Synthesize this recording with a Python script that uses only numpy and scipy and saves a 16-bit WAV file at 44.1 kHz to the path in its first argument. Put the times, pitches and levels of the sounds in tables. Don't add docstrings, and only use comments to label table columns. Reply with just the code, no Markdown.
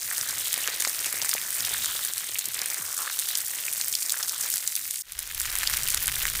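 import sys
import numpy as np
from scipy import signal
from scipy.fft import rfft, irfft, next_fast_len
from scipy.io import wavfile

SR = 44100
rng = np.random.default_rng(int(sys.argv[2]) if len(sys.argv) > 2 else 0)


def bounce(signal):
    frames = np.transpose(np.atleast_2d(signal))
    limited = np.clip(frames, -1, 1)
    pcm = np.round(limited * 32767).astype(np.int16)
    wavfile.write(sys.argv[1], SR, pcm)


N = 282240

# start in seconds, fizz level in dB, low gurgle level in dB,
# low gurgle pitch in Hz, high gurgle level in dB.
SIZZLE_BEFORE = [(0.0, -32, -42.5, 2060, -43), (0.25, -30, -40, 1650, -42.5),
                 (0.49, -31, -40.5, 2050, -35.5), (1.21, -31.5, -37.5, 2230, -44),
                 (1.51, -30, -41.5, 1800, -46), (1.66, -29, -37.5, 2190, -34),
                 (1.92, -29.5, -41.5, 1450, -36), (2.39, -35, -45.5, 2370, -41.5),
                 (2.62, -33.5, -37.5, 2250, -41), (2.74, -31.5, -37, 2080, -46),
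                 (2.85, -33.5, -44, 1400, -48), (2.96, -31.5, -44, 1400, -47),
                 (3.05, -33, -38.5, 1420, -37), (3.16, -30, -47, 1620, -40), (3.31, -31, -42, 1840, -36.5),
                 (3.45, -31, -47, 2040, -45), (3.57, -31.5, -42, 2190, -45),
                 (3.8, -30.5, -42.5, 2170, -44.5), (3.98, -32, -47.5, 2270, -51),
                 (4.17, -32, -42.5, 1680, -45.5), (4.39, -31.5, -44.5, 1430, -41),
                 (4.45, -29.5, -40.5, 1930, -42.5), (4.82, -32.5, -52, 2180, -48),
                 (5.02, -32.5, -53, 2300, -50)]
# fizz level in dB, low gurgle level in dB,
# low gurgle pitch in Hz, high gurgle level in dB.
SIZZLE_LATER = (-37.5, -43.5, 1917, -44)
# start in seconds, peak level in dB, centre pitch in Hz,
# hissing tail in dB against the crack.
SPIT_EVENTS = [(0.1281, -14.0, 13500.0, -16.0), (0.1799, -9.5, 10100.0, 1.0),
               (0.2117, -10.0, 6200.0, -17.0), (0.2874, -17.0, 5200, -11), (0.382, -13.0, 7300.0, -15.0),
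               (0.4723, -10.0, 14500.0, -25.0), (0.4819, -10.5, 10600.0, -19.0),
               (0.5292, -6.0, 9100.0, -18.0), (0.5411, -3.5, 9400.0, -25.0),
               (0.5776, -11.0, 12600.0, -16.0), (0.6759, -4.0, 6900.0, -23.0), (0.7422, -17.5, 4500, -14),
               (0.8002, -13.5, 7000, -12), (0.8045, -9.0, 7800.0, -13.0), (0.8218, -9.5, 7300.0, -2.0),
               (0.8498, -6.5, 4700.0, -20.0), (0.8754, -10.5, 7300.0, -15.0),
               (0.8958, -8.5, 10000.0, -26.0), (0.9912, -13.5, 6300.0, -8.0),
               (1.0452, -12.5, 7100.0, -19.0), (1.059, -11.5, 9400.0, -7.0), (1.1265, -12.5, 11000.0, -8.0),
               (1.2174, -7.5, 5100.0, -25.0), (1.2233, -13.5, 5700.0, -3.0), (1.247, -9.5, 13200.0, -30.0),
               (1.2602, -10.5, 7900.0, -27.0), (1.2919, -7.0, 9300.0, -13.0), (1.3132, -13.5, 4600.0, -8.0),
               (1.3378, -9.0, 9000.0, -9.0), (1.5056, -11.5, 10200.0, -18.0), (1.584, -12.0, 6900.0, -25.0),
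               (1.605, -12.5, 6800.0, -1.0), (1.6493, -12.5, 5100.0, -8.0), (1.7381, -10.0, 9200.0, -15.0),
               (1.8462, -11.5, 8400.0, -17.0), (1.8578, -11.0, 6800.0, -9.0),
               (2.0491, -11.5, 9000.0, -11.0), (2.136, -7.5, 8200.0, -21.0), (2.1796, -12.0, 8800.0, -4.0),
               (2.345, -13.0, 12300.0, -16.0), (2.3862, -9.0, 11800.0, -18.0),
               (2.3901, -10.5, 7300.0, -8.0), (2.4563, -7.0, 8000.0, -22.0), (2.4863, -9.5, 13100.0, -27.0),
               (2.5445, -12.5, 8900.0, -12.0), (2.5908, -13.0, 4500.0, -4.0),
               (2.6164, -11.5, 6200.0, -11.0), (2.6585, -12.0, 9200.0, -7.0), (2.7012, -13.0, 6500.0, -9.0),
               (2.7443, -6.5, 8600.0, -26.0), (2.9786, -11.0, 8000.0, -19.0),
               (3.1897, -10.0, 10300.0, -3.0), (3.1966, -5.5, 8900.0, -19.0), (3.287, -9.5, 9200.0, -7.0),
               (3.3528, -9.5, 5400.0, -8.0), (3.373, -11.0, 9700.0, -17.0), (3.3861, -11.5, 12200.0, -22.0),
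               (3.4048, -11.5, 8500.0, -16.0), (3.6653, -12.5, 8700.0, -19.0),
               (3.7271, -10.0, 12300.0, -17.0), (3.7337, -13.5, 9200.0, -9.0),
               (3.8121, -11.0, 5900.0, -4.0), (3.8819, -11.5, 14800.0, -10.0),
               (3.9267, -13.0, 7700.0, -4.0), (3.9518, -7.5, 4500.0, -7.0), (4.0238, -14.0, 12100.0, 0.0),
               (4.028, -7.5, 7300.0, -20.0), (4.0953, -11.0, 5300.0, -3.0), (4.1036, -12.0, 5300.0, -1.0),
               (4.1188, -11.0, 7800, -26), (4.1214, -4.0, 9000.0, -19.0), (4.1348, -13.0, 7300.0, -17.0),
               (4.2284, -10.0, 5800.0, -16.0), (4.2312, -12.0, 4800.0, -2.0), (4.2812, -14.5, 9200.0, 1.0),
               (4.2889, -13.5, 12400.0, -14.0), (4.2942, -11.0, 5300.0, -11.0),
               (4.4105, -11.0, 7500.0, -16.0), (4.5015, -12.0, 14800.0, -9.0),
               (4.5391, -10.5, 7300.0, -14.0), (4.5577, -12.5, 14400.0, -6.0),
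               (4.5706, -10.0, 8500.0, -29.0), (4.5803, -9.0, 8900.0, -21.0), (4.6756, -7.5, 7500.0, -12.0),
               (4.7535, -9.5, 7500.0, -10.0), (4.7633, -12.0, 12200.0, -10.0),
               (4.8781, -11.5, 14600.0, -26.0), (4.9087, -13.0, 8300.0, -12.0), (4.9581, -14.5, 7900, -4),
               (5.1217, -14.0, 9800.0, -24.0), (5.1906, -10.0, 9600.0, -15.0),
               (5.2029, -17.5, 6400.0, -24.0), (5.2292, -16.5, 9700.0, -25.0),
               (5.3476, -13.0, 10500.0, -19.0), (5.3995, -12.5, 9700.0, -7.0),
               (5.4064, -9.5, 10700.0, -26.0), (5.4159, -7.5, 10000.0, -26.0),
               (5.455, -14.0, 6300.0, -20.0), (5.4988, -14.0, 4500.0, -22.0), (5.5544, -5.5, 9500.0, -29.0),
               (5.5642, -15.0, 7500, -16), (5.5858, -12.5, 10100.0, -12.0), (5.6324, -13.0, 7400.0, -11.0),
               (5.6734, -6.5, 4300.0, -16.0), (5.6987, -8.0, 11200.0, -29.0), (5.7354, -15.5, 6400, -10),
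               (5.7382, -9.5, 7300.0, -18.0), (5.7668, -14.0, 7600.0, -15.0),
               (5.7704, -11.0, 11000.0, -14.0), (5.8331, -12.5, 8000, -8), (5.8765, -8.0, 14500.0, -23.0),
               (5.8861, -6.5, 10600.0, -23.0), (5.9025, -10.5, 8100.0, -5.0), (5.923, -10.5, 9000.0, -17.0),
               (5.9454, -2.0, 9400.0, -23.0), (5.9742, -13.0, 6200.0, -7.0),
               (6.0257, -13.0, 12300.0, -18.0), (6.058, -11.5, 9300.0, -14.0), (6.07, -10.0, 12400.0, -7.0),
               (6.0802, -2.5, 9600.0, -34.0), (6.1565, -9.5, 9900.0, -7.0), (6.2276, -12.0, 6700.0, -24.0),
               (6.254, -8.5, 6600.0, -26.0), (6.3, -9.0, 9900.0, -26.0)]
# start in seconds, peak level in dB, pitch in Hz, ringing in cycles.
POP_EVENTS = [(0.1131, -20.5, 1720.0, 2.8), (0.5411, -16.0, 2200.0, 1.5), (0.5612, -17.0, 3530.0, 1.5),
              (0.6414, -20.5, 2780.0, 8.1), (0.6758, -16.5, 1550.0, 1.5), (0.6824, -15.5, 2150.0, 1.8),
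              (0.7525, -22, 3500, 1.5), (0.8054, -20.5, 3250.0, 1.5), (0.8233, -20.0, 1680.0, 1.5),
              (0.8497, -12.0, 1610.0, 1.5), (0.8564, -20.5, 1610.0, 1.5), (1.0452, -17.0, 3040.0, 1.5),
              (1.1273, -21.0, 1570.0, 1.5), (1.2173, -17.0, 3360.0, 1.5), (1.2339, -20.0, 2560.0, 1.5),
              (1.247, -19.5, 1510.0, 1.5), (1.3319, -14.5, 1720.0, 1.5), (1.3667, -19.0, 2130.0, 1.8),
              (1.3808, -16.0, 2370.0, 1.5), (1.4155, -21.0, 3600.0, 7.7), (1.6711, -20.5, 2500.0, 1.5),
              (1.7093, -20.0, 3660.0, 1.5), (1.7342, -18.5, 3570.0, 9.0), (1.7422, -17.5, 3700.0, 1.5),
              (1.8442, -22.0, 1460.0, 3.1), (2.3562, -16.5, 2450.0, 8.7), (2.362, -23, 2900, 3.0),
              (2.5534, -20.0, 3100.0, 1.5), (2.642, -20.5, 2540.0, 1.5), (3.0763, -20.5, 1640.0, 5.0),
              (3.1002, -19.0, 1460.0, 1.5), (3.2893, -20.5, 3420.0, 6.9), (3.5859, -19.0, 2560.0, 1.5),
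              (3.6373, -21.0, 2690.0, 1.5), (3.6821, -17.5, 2430.0, 6.3), (3.9392, -17.0, 3450.0, 11),
              (4.142, -22, 1600, 5.0), (4.7753, -20.5, 2990.0, 1.5), (5.1904, -22, 3140, 1.5),
              (5.4064, -22.0, 1660.0, 2.5), (5.4549, -20.5, 1530.0, 1.5), (5.5543, -17.0, 1570.0, 1.5),
              (5.5639, -20.0, 2150.0, 3.3), (5.6325, -14.5, 1610.0, 2.0), (5.638, -18.0, 2070.0, 3.3),
              (5.669, -19.0, 3530.0, 5.5), (5.6733, -17.0, 3010.0, 4.9), (5.6986, -19.0, 1570.0, 2.0),
              (5.7383, -16.5, 1610.0, 2.1), (5.7704, -15.5, 3290.0, 1.7), (5.7782, -20.5, 2090.0, 3.9),
              (5.794, -20.5, 1960.0, 1.5), (5.8701, -21.0, 3040.0, 11), (5.9453, -14.0, 2260.0, 1.5),
              (6.08, -16.5, 1550.0, 1.5), (6.0867, -15.0, 2110.0, 1.5), (6.1534, -20.5, 3550.0, 9.3),
              (6.2097, -20.5, 3210.0, 1.5), (6.254, -12.0, 1590.0, 1.5)]
# start in seconds, peak level in dB, pitch in Hz.
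THUMP_EVENTS = [(0.403, -36, 533), (0.576, -30, 552), (0.685, -29.5, 470), (0.805, -35, 430),
                (0.872, -24, 676), (1.065, -33, 490), (1.14, -33, 428), (1.224, -28, 789),
                (1.351, -24.5, 550), (1.711, -31.5, 600), (1.952, -34.5, 510), (2.294, -38, 500),
                (2.619, -34, 500)]
# start in seconds, starting level in dB,
# start pitch in Hz, end pitch in Hz.
WHUMP_EVENTS = [(2.475, -48.5, 460, 85), (2.786, -46, 510, 90.5)]
# start in seconds, rumble level in dB,
# level of the deepest air movement in dB.
STILL_LEVELS = [(0.0, -57, -65), (1.34, -62, -70), (1.89, -55, -58), (2.38, -63, -82), (3.5, -63.5, -98),
                (5.02, -64, -90)]
# start in seconds, rumble level in dB,
# level of the deepest air movement in dB.
WIND_LEVELS = [(5.03, -53, -48), (5.6, -50.5, -47.5), (6.4, -45, -44)]

# frequency in Hz, relative strength in dB per Hz.
FIZZ_COLOUR = [(2650, -32.5), (4500, -6), (8960, 2.5), (11100, -3), (12300, -0.5), (15400, 2),
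               (16000, -24.5)]
# frequency in Hz, relative strength in dB per Hz.
TICK_COLOUR = [(300, -18), (700, -8.5), (1500, 2), (4000, -0.5), (9000, 0), (16000, 6)]
# frequency in Hz, relative strength in dB per Hz.
GURGLE_COLOUR = [(150, -13), (300, -1.5), (540, 1.5), (870, 0), (1430, -0.5), (2800, -5), (5000, -31.5)]
# frequency in Hz, relative strength in dB per Hz.
STILL_COLOUR = [(45, -15), (98, 5.5), (160, -1), (300, -8), (500, -17.5), (900, -49)]
# frequency in Hz, relative strength in dB per Hz.
WIND_COLOUR = [(32, -32), (55, -0.5), (92, -9.5), (140, -10.5), (210, -22.5), (300, -26.5), (390, -23.5),
               (660, -120)]
# frequency in Hz, relative strength in dB per Hz.
DEEP_COLOUR = [(10, 3.5), (20, -0.5), (50, 3.5), (75, -5), (150, -56)]

CUT_S = 5.022
FADE_IN_S, FADE_CURVE, SILENCE_DB = 0.61, 0.78, -41
STEAM_DB, STEAM_AFTER_DB = -7, -3
TICKS_DB, TICKS_AFTER_DB = -7, 6
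HIGH_GURGLE_HZ = 3625
ROUNDING_HEIGHT = 2.0
CUTOFF_HZ = 16300


def sizzle():
    fizz_db, low_db, low_hz, high_db = map(after_cut, in_time([SIZZLE_BEFORE]), SIZZLE_LATER)
    fizz = bursting(np.geomspace(4000, 15000, num=5), per_s=560, spread_db=4.2, clump_db=2.8,
                    tail_s=.0004, tail_db=-20, cycles=2.2, broad=.3, favoured_hz=8000, octaves=4.0)
    ticks = bursting(np.geomspace(2000, 12000, num=5), per_s=380, spread_db=4.0, clump_db=1.5,
                     tail_s=.0002, tail_db=-22, cycles=1.6, broad=.45, favoured_hz=6000, octaves=6.0)
    low = bursting(np.geomspace(1000, 2900, num=8), per_s=750, spread_db=3.4, clump_db=1.8,
                   tail_s=.0004, tail_db=-18, cycles=3.6, broad=.09, favoured_hz=low_hz, octaves=.3)
    high = bursting([3100, HIGH_GURGLE_HZ, 4000], per_s=500, spread_db=3.5, clump_db=2.4,
                    tail_s=.0005, tail_db=-14, cycles=6.0, broad=.02, favoured_hz=HIGH_GURGLE_HZ, octaves=.4)
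    steam = colour(rng.standard_normal(N), FIZZ_COLOUR) * from_db(after_cut(STEAM_DB, STEAM_AFTER_DB))
    tick_gain = from_db(after_cut(TICKS_DB, TICKS_AFTER_DB))
    bright = colour(fizz, FIZZ_COLOUR) + steam + tick_gain * colour(ticks, TICK_COLOUR)
    gurgle = from_db(low_db) * colour(low, GURGLE_COLOUR) + from_db(high_db) * rms_one(high)
    return from_db(fizz_db) * bright + gurgle


def bursting(pitches_hz, per_s, spread_db, clump_db, tail_s, tail_db, cycles, broad, favoured_hz, octaves):
    strengths = from_db(spread_db * np.minimum(rng.exponential(1, N), 2.8)) * rng.choice([-1, 1], N)
    born = rng.random(N) < per_s * from_db(clump_db * drift(50)) / SR
    dealt = rng.integers(0, len(pitches_hz), N)
    out = 0
    for k, hz in enumerate(pitches_hz):
        clicks = strengths * born * (dealt == k) + 1e-9
        burst = puff(clicks, rng.standard_normal(N), tail_s, tail_db, slow_db=-24.0)
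        share = np.exp(-(np.log2(hz / favoured_hz) / octaves) ** 2)
        rung = resonance(burst, hz, hz / cycles) * np.sqrt(pitches_hz[-1] / hz)
        out = out + broad * burst + share * rung
    return out


def spits():
    edge = signal.butter(3, [3000, 16000], "band", fs=SR, output="sos")
    rows = [(*row, 2.2) for row in SPIT_EVENTS]
    return burst_events(rows, tail_s=.0007, broad=.8, edge=edge)


def hollow_pops():
    edge = signal.butter(2, [900, 5000], "band", fs=SR, output="sos")
    rows = [(s, peak_db, hz, -24.0, cycles) for s, peak_db, hz, cycles in POP_EVENTS]
    return burst_events(rows, tail_s=.0004, broad=.05, edge=edge)


def thumps():
    edge = signal.butter(2, 1300, fs=SR, output="sos")
    rows = [(*row, -36.0, 1.3) for row in THUMP_EVENTS]
    return burst_events(rows, tail_s=.002, broad=.05, edge=edge)


def burst_events(rows, tail_s, broad, edge):
    length = 1500
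    out = np.zeros(N + 1600)
    click = np.arange(length) == 0
    noise = rng.standard_normal((len(rows), length))
    for (s, peak_db, hz, tail_db, cycles), hiss in zip(rows, noise):
        burst = puff(click * np.sign(hiss[0]), hiss, tail_s, tail_db, slow_db=-22.0)
        rung = resonance(burst, hz, hz / cycles)
        sound = signal.sosfilt(edge, rung / abs(rung).max() + broad * burst)
        at = round(s * SR)
        out[at:at + length] += from_db(peak_db) * sound / abs(sound).max()
    return out[:N]


def puff(clicks, noise, tail_s, tail_db, slow_db):
    r = np.exp(-1 / (tail_s * SR))
    slow_r = np.exp(-1 / (68.0 * tail_s * SR))
    quick = signal.lfilter([from_db(tail_db) * np.e * (1 - r)], [1, -2 * r, r * r], abs(clicks))
    slow = signal.lfilter([from_db(tail_db + slow_db)], [1, -slow_r], abs(clicks))
    return clicks + (quick + slow) * noise


def whumps(fall_s=0.012, fade_s=0.039):
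    length = 4000
    out, t = np.zeros(N), np.arange(length) / SR
    for s, peak_db, start_hz, end_hz in WHUMP_EVENTS:
        hz = end_hz + (start_hz - end_hz) * np.exp(-t / fall_s)
        tone = np.sin(2 * np.pi * np.cumsum(hz) / SR)
        at = round(s * SR)
        out[at:at + length] += from_db(peak_db) * np.exp(-t / fade_s) * tone
    return out


def rumble():
    level_db, deep_db = in_time([STILL_LEVELS, WIND_LEVELS])
    still = colour(rng.standard_normal(N), STILL_COLOUR) * from_db(3.2 * drift(12))
    wind = colour(rng.standard_normal(N), WIND_COLOUR) * from_db(1.8 * drift(8))
    deep = colour(rng.standard_normal(N), DEEP_COLOUR)
    return from_db(level_db) * after_cut(still, wind) + from_db(deep_db) * deep


def fade():
    ramp = np.clip((np.arange(N) / SR - CUT_S) / FADE_IN_S, 0, 1) ** FADE_CURVE
    return after_cut(0.77, np.maximum(ramp, from_db(SILENCE_DB)))


def after_cut(before, after):
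    return np.where(np.arange(N) < CUT_S * SR, before, after)


def in_time(tables):
    s, *columns = np.transpose(np.vstack(tables))
    return [np.interp(np.arange(N) / SR, s, column) for column in columns]


def colour(x, spectrum):
    size = next_fast_len(N + 8192)
    hz = np.maximum(np.arange(size // 2 + 1) * SR / size, 1)
    points_hz, points_db = np.transpose(spectrum)
    gain = from_db(np.interp(np.log(hz), np.log(points_hz), points_db))
    cepstrum = irfft(np.log(gain), size)
    cepstrum[1:size // 2] *= 2
    cepstrum[size // 2 + 1:] = 0
    response = np.exp(rfft(cepstrum))
    return rms_one(irfft(rfft(x, size) * response, size)[:N])


def drift(rate_hz):
    r = np.exp(-20 * np.pi * rate_hz / SR)
    noise = rng.standard_normal(N // 10 + 4002)
    slow = signal.lfilter([1], [1, -2 * r, r * r], noise)[4000:]
    return np.interp(np.arange(N) / 10, np.arange(len(slow)), rms_one(slow - slow.mean()))


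def resonance(x, hz, width_hz):
    r = np.exp(-np.pi * width_hz / SR)
    feed = np.array([1, 0, -1]) * (1 - r * r) / 2
    return signal.lfilter(feed, [1, -2 * r * np.cos(2 * np.pi * hz / SR), r * r], x)


def from_db(db):
    return 10 ** (np.asarray(db) / 20)


def rms_one(x):
    return x / np.sqrt(np.mean(x ** 2) + 1e-20)


def scene():
    steady = fade() * (sizzle() + rumble())
    return (steady + spits() + hollow_pops() + thumps() + whumps())[None]


def record(dry):
    rounded = ROUNDING_HEIGHT * np.tanh(dry / ROUNDING_HEIGHT)
    top_cut = signal.cheby2(18, 80, CUTOFF_HZ, fs=SR, output="sos")
    return signal.sosfilt(top_cut, rounded)


dry = scene()
out = record(dry)
bounce(out)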